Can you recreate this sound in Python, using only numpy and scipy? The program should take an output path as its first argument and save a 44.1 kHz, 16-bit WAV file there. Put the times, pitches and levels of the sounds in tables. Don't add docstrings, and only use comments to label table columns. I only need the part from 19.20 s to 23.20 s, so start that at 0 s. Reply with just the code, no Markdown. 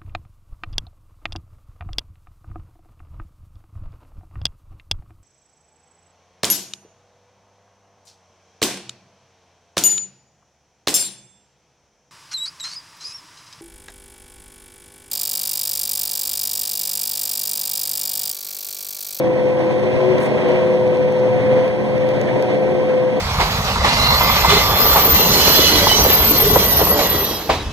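import sys
import numpy as np
from scipy import signal
from scipy.fft import rfft, irfft, next_fast_len
from scipy.io import wavfile
from scipy.ndimage import uniform_filter1d

SR = 44100
rng = np.random.default_rng(int(sys.argv[2]) if len(sys.argv) > 2 else 0)


def dump_mix(stems):
    frames = np.atleast_2d(stems).T
    limited = np.clip(frames, -1, 1)
    pcm = np.round(limited * 32767).astype(np.int16)
    wavfile.write(sys.argv[1], SR, pcm)


def magnitude_from_level(level_db):
    exponent = np.asarray(level_db, float) / 20
    return 10 ** exponent


N = 176400
T = np.arange(N) / SR
WANDER_HZ = 3
HUM_SINK_DB = 2.8


def evened(x):
    return x / np.sqrt(np.mean(abs(x) ** 2) + 1e-20)


def curve(rows, column=1, t=T):
    return np.interp(t, [r[0] for r in rows], [r[column] for r in rows])


def slow(rate_hz, size=N):
    step = round(SR / rate_hz)
    knots = rng.standard_normal(size // step + 2)
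    return 1.2 * np.interp(np.arange(size) / step, np.arange(len(knots)), knots)


def ports(z, db, pan_db, lead):
    side = magnitude_from_level(pan_db / 2) * np.exp(.5j * lead)
    return np.sqrt(2) * magnitude_from_level(db) * np.array([(z * side).real, (z / side).real])


def tone(hz):
    level_db, phase_rad = 1.0 * slow(rate_hz=23), 0.1 * slow(rate_hz=30)
    cycles = np.cumsum(hz) / SR + rng.random()
    return magnitude_from_level(level_db) * np.exp(1j * (2 * np.pi * cycles + phase_rad))


def hum(hz, width_hz, size=N):
    pole = np.exp(-np.pi * width_hz / SR)
    z = rng.standard_normal((size + SR, 2)) @ [1, 1j]
    for _ in range(2):
        z = signal.lfilter([1], [1, -pole], z)
    z = z[SR:]
    drift = min(width_hz, WANDER_HZ) * slow(rate_hz=2, size=size)
    return evened(z) * np.exp(2j * np.pi * np.cumsum(hz + drift) / SR)


def add(mix, s, sound):
    at = round(s * SR)
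    sound = sound[:, max(-at, 0):N - at]
    mix[:, max(at, 0):max(at, 0) + sound.shape[1]] += sound


# time in seconds, shaft speed in Hz, level in dB of the seventh order
PUMP_RUN = [(0, 73.14, -17), (.25, 72.8, -17), (.7, 73.4, -20), (.9, 73.6, -19), (1.12, 73.8, -24.5),
            (1.24, 73.6, -24), (1.3, 73.6, -19), (1.5, 73.2, -15), (1.7, 72.5, -16), (2, 72.7, -16.5),
            (2.2, 73, -17), (2.36, 73.2, -10.5), (2.5, 73.4, -19.5), (2.63, 73.4, -22.5),
            (2.82, 73.4, -17.5), (3.05, 73.4, -22.5), (3.5, 73.7, -18), (3.8, 72.9, -16), (4, 73.1, -20)]
# time in seconds, added left-right level in dB.
RECORDER_TURN = [(0, 0), (.6, 3.5), (1.2, -5), (1.8, -0.5), (2.3, -3), (2.8, 1.5), (4, 1)]
PUMP_LINES = {10: (-42.5, 4, -.4), 21: (-47.5, 0.72, 2.09)}


def pump():
    shaft_hz = curve(PUMP_RUN)
    whine = tone(7 * shaft_hz) * magnitude_from_level(curve(PUMP_RUN, column=2))
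    out = ports(whine, db=-2.08, pan_db=2.9, lead=.1)
    out *= magnitude_from_level(np.outer([.5, -.5], curve(RECORDER_TURN)))
    return out + sum(ports(tone(k * shaft_hz), *place) for k, place in PUMP_LINES.items())


# time in seconds, pitch in Hz, level in dB before the port gain.
DRIVE_MOAN = [(0, 364.5, -33.5), (.5, 364.2, -30.5), (.58, 366, -24.5), (.72, 369, -30), (.85, 371, -21.5),
              (1.22, 370.8, -30.5), (1.36, 367, -21), (1.6, 364.5, -24.5), (2.3, 367.8, -35),
              (3.05, 363.3, -35.5), (3.3, 364.4, -25.5), (4, 360.7, -37)]


def moan():
    level_db = curve(DRIVE_MOAN, column=2) + HUM_SINK_DB * slow(rate_hz=12)
    return ports(tone(curve(DRIVE_MOAN)) * magnitude_from_level(level_db), db=0.39, pan_db=2.5, lead=0.48)


# time in seconds, shaft speed in Hz.
SHAFT_SPEED = [(0, 70), (.25, 70.2), (.7, 70.5), (1.1, 72.1), (1.55, 69.63), (1.8, 70.7), (2.5, 70.84),
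               (3, 71.3), (3.3, 70.7), (3.6, 70.3), (3.95, 71.8)]
SHAFT_LINES = {3: (-28.5, -2, -0.6), 6: (-43.5, .8, .1), 8: (-34.5, .8, 1.3), 12: (-48.5, 2.5, .1)}


def loaded_shaft():
    shaft_hz = curve(SHAFT_SPEED)
    return sum(ports(tone(k * shaft_hz), *place) for k, place in SHAFT_LINES.items())


# centre in Hz, width in Hz of each of two cascaded filters,
# level in dB, left-right level in dB, left lead in rad.
STEADY_PANELS = [(113.6, 3.7, -30, 1.4, 0.5), (134.1, 4.2, -28, 1.5, 0.38), (153.5, 4.5, -35, 3, 0.15),
                 (172.3, 1.9, -38, 0, -0.1), (727, 24, -41.5, -1.5, -0.6), (943, 30, -45.5, -2, 1),
                 (1846, 61, -48, -6.5, 3), (2050, 80, -47.5, 0, 2.5), (2260, 60, -50.5, 0.5, 2.5),
                 (2680, 82, -52, -1, -1.5), (3294, 120, -57.5, 2.5, 0.6), (10820, 460, -72, 4.5, 1)]


def panels():
    return sum(ports(hum(hz, width_hz), *place) for hz, width_hz, *place in STEADY_PANELS)


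# start in seconds, length in seconds, mean pitch in Hz,
# level in dB before swell and drift, left-right level in dB.
PASSING_HUMS = [(-.3, .9, 330, -27, -1), (.3, 1.6, 494, -29, 2), (1.12, .25, 499, -23, 1),
                (.45, 1.65, 622, -33, 1), (2.8, .7, 598, -36, 4), (3.15, .4, 300, -33, 3),
                (3.1, .7, 742, -40, 0), (2.15, .3, 211, -28, -3), (3.2, .45, 458, -34, 2)]


def passing_hums():
    out = np.zeros((2, N))
    for s, length_s, hz, db, pan_db in PASSING_HUMS:
        size = round(length_s * SR)
        line = tone(hz + WANDER_HZ * slow(rate_hz=4))[:size]
        swell = np.hanning(size) ** .3
        drift = magnitude_from_level(HUM_SINK_DB * slow(rate_hz=8, size=size))
        add(out, s, ports(line * drift * swell, db, pan_db, lead=0))
    return out


# start in seconds, peak level in dB before the common lift, left-right level in dB,
# dullness in dB (low part over high part, before the common body is added).
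CHAFF_TICKS = [(.3945, -45, 4, 0), (.596, -45, 2, 2), (.9829, -37, 3, 4), (1.0038, -36, 1, -6),
               (1.0337, -44, 0, 2), (1.2872, -41, 3, 2), (1.3176, -44, 0, 7), (1.6773, -44, 3, 4),
               (1.7721, -43, 2, 5), (1.9237, -40, 4, -3), (2.479, -41, 1, 1), (2.7798, -45, 0, 7),
               (2.8895, -37, 3, 3), (3.0136, -35, 3, 3), (3.2243, -32, 4, 0)]


def chaff():
    lift_db, body_db, grit_level, t60_s = 3.2, 5, .45, .005
    small_per_s, small_floor_db = 5, -60
    out, t = np.zeros((2, N)), T[:600]
    rows = list(CHAFF_TICKS)
    for place, rarity, side in rng.random((round(4 * small_per_s), 3)):
        small_db = small_floor_db - 4 * np.log(1 - rarity)
        rows.append((4 * place, small_db, 12 * side - 6, 6.))
    for s, db, pan_db, dull_db in rows:
        tails = grit_level * rng.standard_normal((3, len(t))) * magnitude_from_level(-60 * t / t60_s)
        clicks = tails + (t == 0)
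        clicks = clicks[0] + clicks[1:]
        parts = []
        for hz in (4700, 9700):
            band = signal.butter(3, [hz / 1.7, hz * 1.33], "band", fs=SR, output="sos")
            part = signal.sosfilt(band, clicks)
            parts.append(part / abs(part).max())
        low, high = parts
        both = magnitude_from_level(dull_db + body_db) * low + high
        add(out, s, both * magnitude_from_level(db + lift_db + np.array([[pan_db], [-pan_db]]) / 2))
    return out


def dust_puff():
    start_s, length_s, gain_db, grain_db = 1.0, .085, -48, 3
    out, size = np.zeros((2, N)), round(length_s * SR)
    grain = magnitude_from_level(gain_db + grain_db * slow(rate_hz=400, size=size))
    envelope = np.hanning(size) ** .4
    shared, left, right = (hum(hz=8700, width_hz=5600, size=size).real for _ in range(3))
    add(out, start_s, (shared + .5 * np.array([left, right])) * grain * envelope)
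    return out


# start in seconds, level in dB before rise and decay, central pitch in Hz.
HOUSING_KNOCKS = [(0.979, -31, 2050), (1.3, -41, 1950), (2.39, -39, 2000), (2.954, -35.5, 1438),
                  (3.08, -26.5, 2000), (3.081, -35, 3256), (3.71, -37, 1404)]


def knocks():
    t60_s, rise_s, spread = .12, .006, .3
    out, t = np.zeros((2, N)), T[:SR // 4]
    envelope = np.minimum(t / rise_s, 1) * magnitude_from_level(-60 * t / t60_s)
    for s, db, hz in HOUSING_KNOCKS:
        place, turn = rng.random((2, 16))
        mode_hz = hz * (1 + spread * (place - .5))
        ring = np.exp(2j * np.pi * (mode_hz * t[:, None] + turn)).sum(1) / np.sqrt(16)
        add(out, s, ports(ring * envelope, db, pan_db=1.5, lead=1.3))
    return out


# frequency in Hz, density in dB per Hz before trim and swell,
# left-right level in dB, likeness of the ports from 0 to 1, left lead in rad.
ROAR_SPECTRUM = [(30, -69, -5, 0.74, 1), (55, -63.5, -8, 0.67, 7.5), (81, -65.5, -0.5, 0.6, 2.5),
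                 (115, -38.5, 0, 0.85, 0.23), (194, -46.5, -0.5, 0.85, -0.33), (243, -49, 1.5, 0.7, -0.2),
                 (295, -47.5, -5, 0.75, 0.32), (437, -50.5, 4, 0.6, -0.03), (582, -53, 7, 0.5, -0.05),
                 (790, -59, 1, 0.6, -0.5), (1047, -62, 2.5, 0.3, 0.84), (1246, -70.5, -0.5, 0.07, -1.5),
                 (1590, -68.0, 8, 0.7, 3), (2000, -65, -7, 0.59, 2), (2380, -68.5, -3.5, 0.6, 3.5),
                 (3080, -76.5, -6.5, 0.1, -0.5), (3250, -73.5, -0.5, 0.3, 4), (3800, -80, 2, 0.1, -3.5),
                 (5260, -83.5, -6.5, 0, -1.5), (6450, -92, -6, 0, 6), (8200, -94.5, 2, 0.09, -2.5),
                 (10600, -100, -1, 0, 5), (11500, -103.1, -3, 0, -12), (14000, -109.3, 1.5, 0.11, 9),
                 (15400, -119.3, -1.5, 0.15, -1.5)]
# time in seconds, level in dB (used relative to a mean).
CROP_FLOW = [(0, -38.5), (.25, -37.5), (.6, -36), (1, -33.5), (1.15, -34.5), (1.3, -32.5), (1.5, -35.5),
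             (1.65, -37.5), (2.1, -36.5), (2.38, -34), (2.6, -37), (3.1, -35), (3.35, -35), (3.41, -37.5),
             (3.47, -36), (4, -36.5)]
# frequency in Hz, share of the swell as a factor.
SWELL_SHARE = [(100, 0.24), (400, 0.88), (900, 0.91), (2000, 1.5), (6000, 0.87), (14000, .6)]


def roar():
    trim_db, patch_db, flicker_db, ripple_db, flow_mean_db = -0.5, 0.92, 0.84, 1.2, -35.5
    frames, hz = N // 256 + 5, np.fft.rfftfreq(1024, 1 / SR)
    f, db, pan_db, like, lead = np.transpose(ROAR_SPECTRUM)

    def read(at, values):
        return np.interp(np.log(hz + 1), np.log(at), values)[:, None]

    a, b, c, d, patch = rng.standard_normal((frames, 513, 5)).T
    patch = uniform_filter1d(patch, size=14, axis=0)
    patch = evened(uniform_filter1d(patch, size=10, axis=1))
    flicker = evened(uniform_filter1d(rng.standard_normal(frames), size=3))
    ripple = ripple_db * evened(uniform_filter1d(rng.standard_normal(513), size=2))
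    top_loss = -2.5 * np.maximum(hz - 12000, 0) / 1000
    swell = curve(CROP_FLOW, t=np.arange(frames) * 256 / SR) - flow_mean_db
    moving = read(*np.transpose(SWELL_SHARE)) * (swell + flicker_db * flicker)
    level_db = trim_db + read(f, db) + (ripple + top_loss)[:, None] + patch_db * patch + moving

    same = read(f, np.clip(like, 0, .99) * np.exp(-1j * lead))
    left, own = a + 1j * b, c + 1j * d
    right = same * left + np.sqrt(1 - abs(same) ** 2) * own
    pan = magnitude_from_level(read(f, pan_db) / 2)
    z = np.array([left * pan, right / pan]) * magnitude_from_level(level_db)
    z *= hz[:, None] < f[-1] + 400
    noise = signal.istft(z, nperseg=1024, noverlap=768)[1][:, :N]
    return noise * np.sqrt(SR / 1024 * 1.5)


def scene():
    machine = pump() + moan() + loaded_shaft() + panels() + passing_hums()
    return machine + chaff() + dust_puff() + knocks() + roar()


def band_limit(x):
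    return signal.sosfilt(signal.butter(12, 15820, fs=SR, output="sos"), x)


def record(dry):
    cross_gain, delay_s, top_hz = 0.76, 1 / 2530, 14000
    size = next_fast_len(N + 64)
    hz = np.fft.rfftfreq(size, 1 / SR)
    path = np.exp(-2j * np.pi * hz * delay_s - (hz / top_hz) ** 8)
    late = irfft(rfft(dry[::-1], size) * path, size)[:, :N]
    return band_limit(dry - cross_gain * late)


dry = scene()
out = record(dry)
dump_mix(out)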